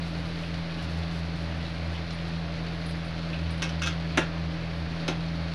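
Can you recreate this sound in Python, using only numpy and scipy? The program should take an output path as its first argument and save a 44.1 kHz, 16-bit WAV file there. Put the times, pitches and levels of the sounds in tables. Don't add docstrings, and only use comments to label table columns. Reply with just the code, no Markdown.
import sys
import numpy as np
from scipy import signal
from scipy.fft import rfft, irfft, next_fast_len
from scipy.io import wavfile
from scipy.ndimage import map_coordinates

SR = 44100
rng = np.random.default_rng(int(sys.argv[2]) if len(sys.argv) > 2 else 0)


def to_wav(s):
    ch = np.atleast_2d(s).T
    pcm = np.round(np.clip(ch, -1, 1) * 32767)
    wavfile.write(sys.argv[1], SR, pcm.astype(np.int16))


N = 244640

# f/Hz, time to fall 60 dB/s
KITCHEN_DECAY = [(250, 0.45), (1200, 0.25), (3000, .23), (6000, 0.17), (12000, 0.15)]
# f/Hz, relative level/dB
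AIR_COLOUR = [(25, -8), (55, -12), (78, 6), (102, -1.5), (122, 3), (155, 5), (195, -6), (400, -6),
              (700, -2.5), (950, -7.5), (1500, -6.5), (2500, -8.5), (3000, -12.5), (4500, -13.5),
              (6200, -27), (7400, -40.5)]
# f/Hz, width/Hz, lift/dB
HOUSING_RESONANCES = [(303, 70, 12.5), (560, 104, 4), (4400, 750, 1.1)]
# f/Hz, relative level/dB
SIZZLE_COLOUR = [(3000, -20), (6000, -2.5), (8000, -4), (10000, 0.5), (11000, -3), (12200, -12),
                 (13200, -20), (15500, -28)]
# f/Hz, relative level/dB
CRACKLE_COLOUR = [(800, -8), (2000, -2.5), (4300, 3), (6000, -13.5), (7500, -23.5), (10500, -27.5),
                  (13000, -54)]
# t/s, relative level/dB, f/Hz
LARGE_POPS = [(.435, -24, 2430), (.784, -26, 2480), (2.1066, -25.5, 4030), (3.3323, -22, 2440),
              (4.108, -24, 2700), (4.1472, -26, 2250)]
# f/Hz, relative level/dB
LEAF_COLOUR = [(1500, -5), (4200, 11.5), (6000, 3.5), (7500, -6.5), (10000, -3), (11000, -7), (12200, -19),
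               (13200, -17), (15500, -25)]
# t of the crest/s, level/dB
HERB_PINCHES = [(.07, -54), (.26, -60), (.42, -54), (.82, -53), (.97, -58), (1.19, -53), (1.42, -57),
                (1.94, -59), (2.28, -55.5)]
# t/s, level/dB
BANGLE_TOUCHES = [(2.128, -55), (2.893, -48), (3.047, -56), (3.506, -49.5), (3.576, -54)]
# f/Hz, relative level/dB, time to fall 60 dB/s
BANGLE_MODES = [(4350, -2, .15), (4930, 1, 0.15), (8349, -8, 0.087), (9470, 2, 0.071), (9500, -13, 0.089),
                (12180, -22, .1), (13490, -19, .1), (15200, -20, .1)]
# f/Hz, relative level/dB
RUB_COLOUR = [(8000, -31), (9500, -3), (10000, 4), (10700, -2), (11400, -21), (13000, -40)]
# t/s, click level/dB, thud level/dB, ring level/dB
WARE_KNOCKS = [(3.621, -25, -51, -36), (3.6254, -25, -48, -29.5), (3.692, -35.5, -60, -41.5),
               (3.8191, -26.5, -53, -31), (3.834, -30, -58, -32.5), (3.861, -28, -58, -33),
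               (3.872, -26, -62, -32), (4.1738, -18, -18.5, -29.5), (5.0798, -24.5, -27, -33)]
# f/Hz, relative level/dB, time to fall 60 dB/s
WARE_MODES = [(1024, -23, 0.11), (1378, 2.5, 0.053), (1600, -5, 0.12), (1936, -33, 0.099), (2180, -4, 0.15),
              (2585, 1.5, 0.1), (2730, -2, 0.069), (3270, -6, 0.17), (3503, -2, 0.12), (3810, -0.5, 0.064),
              (5560, -4, 0.079), (5960, -3, 0.048), (6230, -2, 0.043)]
# f/Hz, relative level/dB, time to fall 60 dB/s
COUNTER_MODES = [(264, 1, 0.092), (313, 1, 0.12), (352.3, 4, 0.12), (380, -12, 0.083), (468, -1.5, 0.11),
                 (536, -2.5, 0.13), (635, -3, 0.16), (722, -6, 0.2), (885, -6, 0.12), (1026, -13, 0.15),
                 (1250, -15, 0.22), (1384, -7, 0.25), (2000, -7, 0.12)]
# f/Hz, relative level/dB
CLICK_COLOUR = [(200, -13), (800, -6.5), (1400, -1), (2000, -5.5), (3000, 1), (4700, -8.5), (6200, -8),
                (7800, -22), (10500, -23), (12000, -35), (13000, -50), (15500, -52)]
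# f/Hz, relative level/dB
THUD_COLOUR = [(120, -30), (210, -17), (260, -3), (340, 0), (450, -6), (680, -7), (900, -9), (1400, -3),
               (2100, -6), (3000, -13), (5000, -64)]
# t/s, f/Hz
MOTOR_SPEED = [(0, 83.37), (1, 83.31), (2, 83.05), (3, 82.74), (4, 82.53), (5.55, 82.76)]
# t/s, first tone level/dB, second tone level/dB
HUM_SWELL = [(0, -39.5, -34), (.6, -40, -36), (.73, -46.5, -36), (.88, -36, -35.5), (1.15, -35.5, -34.5),
             (1.45, -37.5, -36), (1.95, -36, -37.5), (2.3, -39.5, -34.5), (3.2, -39, -35), (3.55, -36, -34),
             (4.2, -37.5, -33), (4.85, -36, -35.5), (5.05, -42, -32.5), (5.3, -36.5, -33),
             (5.55, -38.5, -36)]
# f of the beat/Hz, depth/dB, t of a crest/s
HUM_BEATS = [(2.08, 1.5, 0.53), (3.06, 1.46, 0.555)]
# multiple of the turning rate, level/dB
MOTOR_LINES = [(1.483, -52.5), (1.733, -56.5), (3, -52), (3.5, -59.5), (5.217, -61.5), (7, -56)]

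FAN_DB, SIZZLE_DB, CRACKLE_DB = -39, -72, -54
SMALL_POP_RATE = 4.8
SMALL_POP_DB = -33
SMALL_POP_HZ, SMALL_POP_OCTAVES = 2640, 0.54
PINCH_RISE_S, PINCH_RELEASE_S = 0.42, 0.63
SLIDE_S, SLIDE_DB = 2.864, -47
REBOUND_S, REBOUND_DB = 0.015, -2
SCRAPE_DB = -12
SETTLE_S = 0.0045
SETTLE_CLICK_DB, SETTLE_THUD_DB, SETTLE_RING_DB = -6.5, 3, 4
TOP_HZ, OFFSET = 15500, 0.0067


def amp(db):
    return 10 ** (np.asarray(db) / 20)


def unit(x):
    return x / np.sqrt(np.mean(x ** 2) + 1e-20)


def along(points, hz):
    f, v = np.transpose(points)
    return np.interp(np.log(hz + 1), np.log(f + 1), v)


def curves(rows):
    s, *cols = np.transpose(rows)
    return [np.interp(np.arange(N) / SR, s, c) for c in cols]


def wobble(rate):
    knots = np.random.default_rng(rng.integers(2 ** 31)).standard_normal(int(N * rate / SR) + 4)
    return map_coordinates(knots, [np.arange(N) * rate / SR])


def filtered(x, gain):
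    m = next_fast_len(len(x) + 8192)
    return irfft(rfft(x, m) * gain(np.fft.rfftfreq(m, 1 / SR)), m)[:len(x)]


def noise(spectrum, size):
    return unit(filtered(rng.standard_normal(size), lambda hz: amp(along(spectrum, hz))))


def fade(t, t60):
    return np.exp(-np.log(1000) * t / t60)


def burst(spectrum, t, t60):
    m = 2 * len(t)
    cepstrum = irfft(np.log(amp(along(spectrum, np.fft.rfftfreq(m, 1 / SR)))), m)
    cepstrum[0] = 0
    colour = irfft(np.exp(rfft(2 * cepstrum[:len(t)], m)), m)[:len(t)]
    colour /= np.linalg.norm(colour)
    puff = rng.standard_normal(len(t)) * fade(t, t60)
    return signal.fftconvolve(puff, colour)[:len(t)]


def ticks(rate, scatter_db):
    hits = rng.random(N) < rate / SR
    return hits * rng.standard_normal(N) * amp(scatter_db * rng.standard_normal(N))


def ring(modes, t, scatter_db):
    hz, db, t60 = np.transpose(modes)[:, :, None]
    size = amp(db + scatter_db * rng.standard_normal(db.shape))
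    phase = 2 * np.pi * (hz * t + rng.random(hz.shape))
    rise = 1 - np.exp(-(hz * t) ** 2)
    tones = size * np.sin(phase) * rise * fade(t, t60)
    return np.sum(tones, axis=0) / np.linalg.norm(size)


def add(track, s, sound):
    part = track[max(round(s * SR), 0):][:len(sound)]
    part += sound[:len(part)]


def kitchen(x, wet_db):
    hz, t, z = signal.stft(rng.standard_normal(SR // 3), SR, nperseg=256)
    decay = fade(t, along(KITCHEN_DECAY, hz)[:, None])
    tail = signal.istft(z * decay, SR, nperseg=256)[1]
    tail = np.pad(tail / np.linalg.norm(tail), (SR // 400, 0))
    return x + amp(wet_db) * signal.fftconvolve(x, tail)[:len(x)]


def fan():
    def housing_gain(hz):
        lift_db = sum(db / (1 + (2 * (hz - centre) / width) ** 2)
                      for centre, width, db in HOUSING_RESONANCES)
        roll_off = 1 / (1 + (hz / 8000) ** 12)
        return amp(lift_db) * roll_off

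    air = unit(filtered(noise(AIR_COLOUR, size=N), housing_gain))
    return amp(FAN_DB + 0.4 * wobble(25)) * air


def small_pops():
    count = round(SMALL_POP_RATE * N / SR)
    when, size, pitch = np.random.default_rng(rng.integers(2 ** 31)).random((count, 3)).T
    level_db = SMALL_POP_DB + 3 * (2 * size - 1)
    pitch_hz = SMALL_POP_HZ * 2 ** (SMALL_POP_OCTAVES * (2 * pitch - 1))
    return list(zip(when * N / SR, level_db, pitch_hz))


def simmer(pop_db=-9, pop_t60=0.022):
    surge_db = 1 * wobble(4.07) + 0.89 * wobble(60)
    sizzle = amp(SIZZLE_DB + surge_db) * noise(SIZZLE_COLOUR, size=N)
    tiny_bursts = ticks(300, scatter_db=3)
    crackle = unit(filtered(tiny_bursts, lambda hz: amp(along(CRACKLE_COLOUR, hz))))
    bubbling = amp(CRACKLE_DB) * crackle
    t = np.arange(SR // 10) / SR
    for s, db, hz in list(LARGE_POPS) + small_pops():
        film = [(hz / 3, -22), (hz / 1.0, -6), (hz, 0), (hz * 1.17, -7), (hz * 2, -30), (hz * 4, -62)]
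        add(bubbling, s, amp(db + pop_db) * burst(film, t, pop_t60))
    return sizzle + kitchen(bubbling, wet_db=0)


def herbs():
    snaps = ticks(900, scatter_db=1) * amp(2.5 * wobble(44.7))
    leaves = filtered(snaps, lambda hz: amp(along(LEAF_COLOUR, hz)))
    rustle = unit(kitchen(leaves, wet_db=-0.5))
    t = np.arange(N) / SR
    pressure = np.zeros(N)
    for s, db in HERB_PINCHES:
        t60 = np.where(t < s, PINCH_RISE_S, PINCH_RELEASE_S)
        pressure += amp(db) * fade(np.abs(t - s), t60)
    return pressure * rustle


def bangles(rub_t60=0.041):
    out, t = np.zeros(N), np.arange(SR // 3) / SR
    slide = amp(SLIDE_DB) * burst(RUB_COLOUR, t, rub_t60)
    add(out, SLIDE_S, kitchen(slide, wet_db=-2))
    for s, ring_db in BANGLE_TOUCHES:
        for delay, db in [(0, ring_db), (REBOUND_S, ring_db + REBOUND_DB)]:
            rub = amp(SCRAPE_DB) * burst(RUB_COLOUR, t, rub_t60)
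            swell = 1 - fade(t, 0.0054)
            chink = ring(BANGLE_MODES, t, scatter_db=1) * swell
            add(out, s + delay, kitchen(amp(db) * (rub + chink), wet_db=-9))
    return out


def contact(click_db, thud_db, ring_db):
    t = np.arange(SR // 2) / SR
    click = amp(click_db) * burst(CLICK_COLOUR, t, t60=0.024)
    thud = amp(thud_db - 5) * burst(THUD_COLOUR, t, t60=0.042)
    counter = amp(thud_db) * ring(COUNTER_MODES, t, scatter_db=1)
    ware = amp(ring_db) * ring(WARE_MODES, t, scatter_db=1.5)
    return kitchen(click + thud, wet_db=-1) + kitchen(ware, wet_db=-6) + counter


def kitchenware():
    out = np.zeros(N)
    for s, click_db, thud_db, ring_db in WARE_KNOCKS:
        edge = contact(click_db, thud_db, ring_db)
        add(out, s, edge)
        flat = contact(click_db + SETTLE_CLICK_DB, thud_db + SETTLE_THUD_DB, ring_db + SETTLE_RING_DB)
        add(out, s + SETTLE_S, flat)
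    return out


def motor():
    t = np.arange(N) / SR
    turn = 2 * np.pi * np.cumsum(curves(MOTOR_SPEED)[0]) / SR
    first_db, second_db = curves(HUM_SWELL)
    for hz, depth_db, crest in HUM_BEATS:
        first_db = first_db + depth_db * np.cos(2 * np.pi * hz * (t - crest))
    first_db = first_db + 1 * wobble(11)
    second_db = second_db + 0.68 * wobble(23.9)
    hum = amp(first_db) * np.cos(turn + 2 * 0.049 * wobble(1.9))
    hum += amp(second_db) * np.cos(2 * turn + 0.049 * wobble(16))
    for multiple, db in MOTOR_LINES:
        hum += amp(db + 1.9 * wobble(6)) * np.cos(multiple * turn + 0.14 * wobble(10))
    return np.sqrt(2) * hum


def scene():
    background = fan() + simmer()
    handling = herbs() + bangles() + kitchenware()
    return (background + handling + motor())[None]


def record(dry):
    return filtered(dry[0], lambda hz: hz < TOP_HZ)[None] + OFFSET


dry = scene()
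out = record(dry)
to_wav(out)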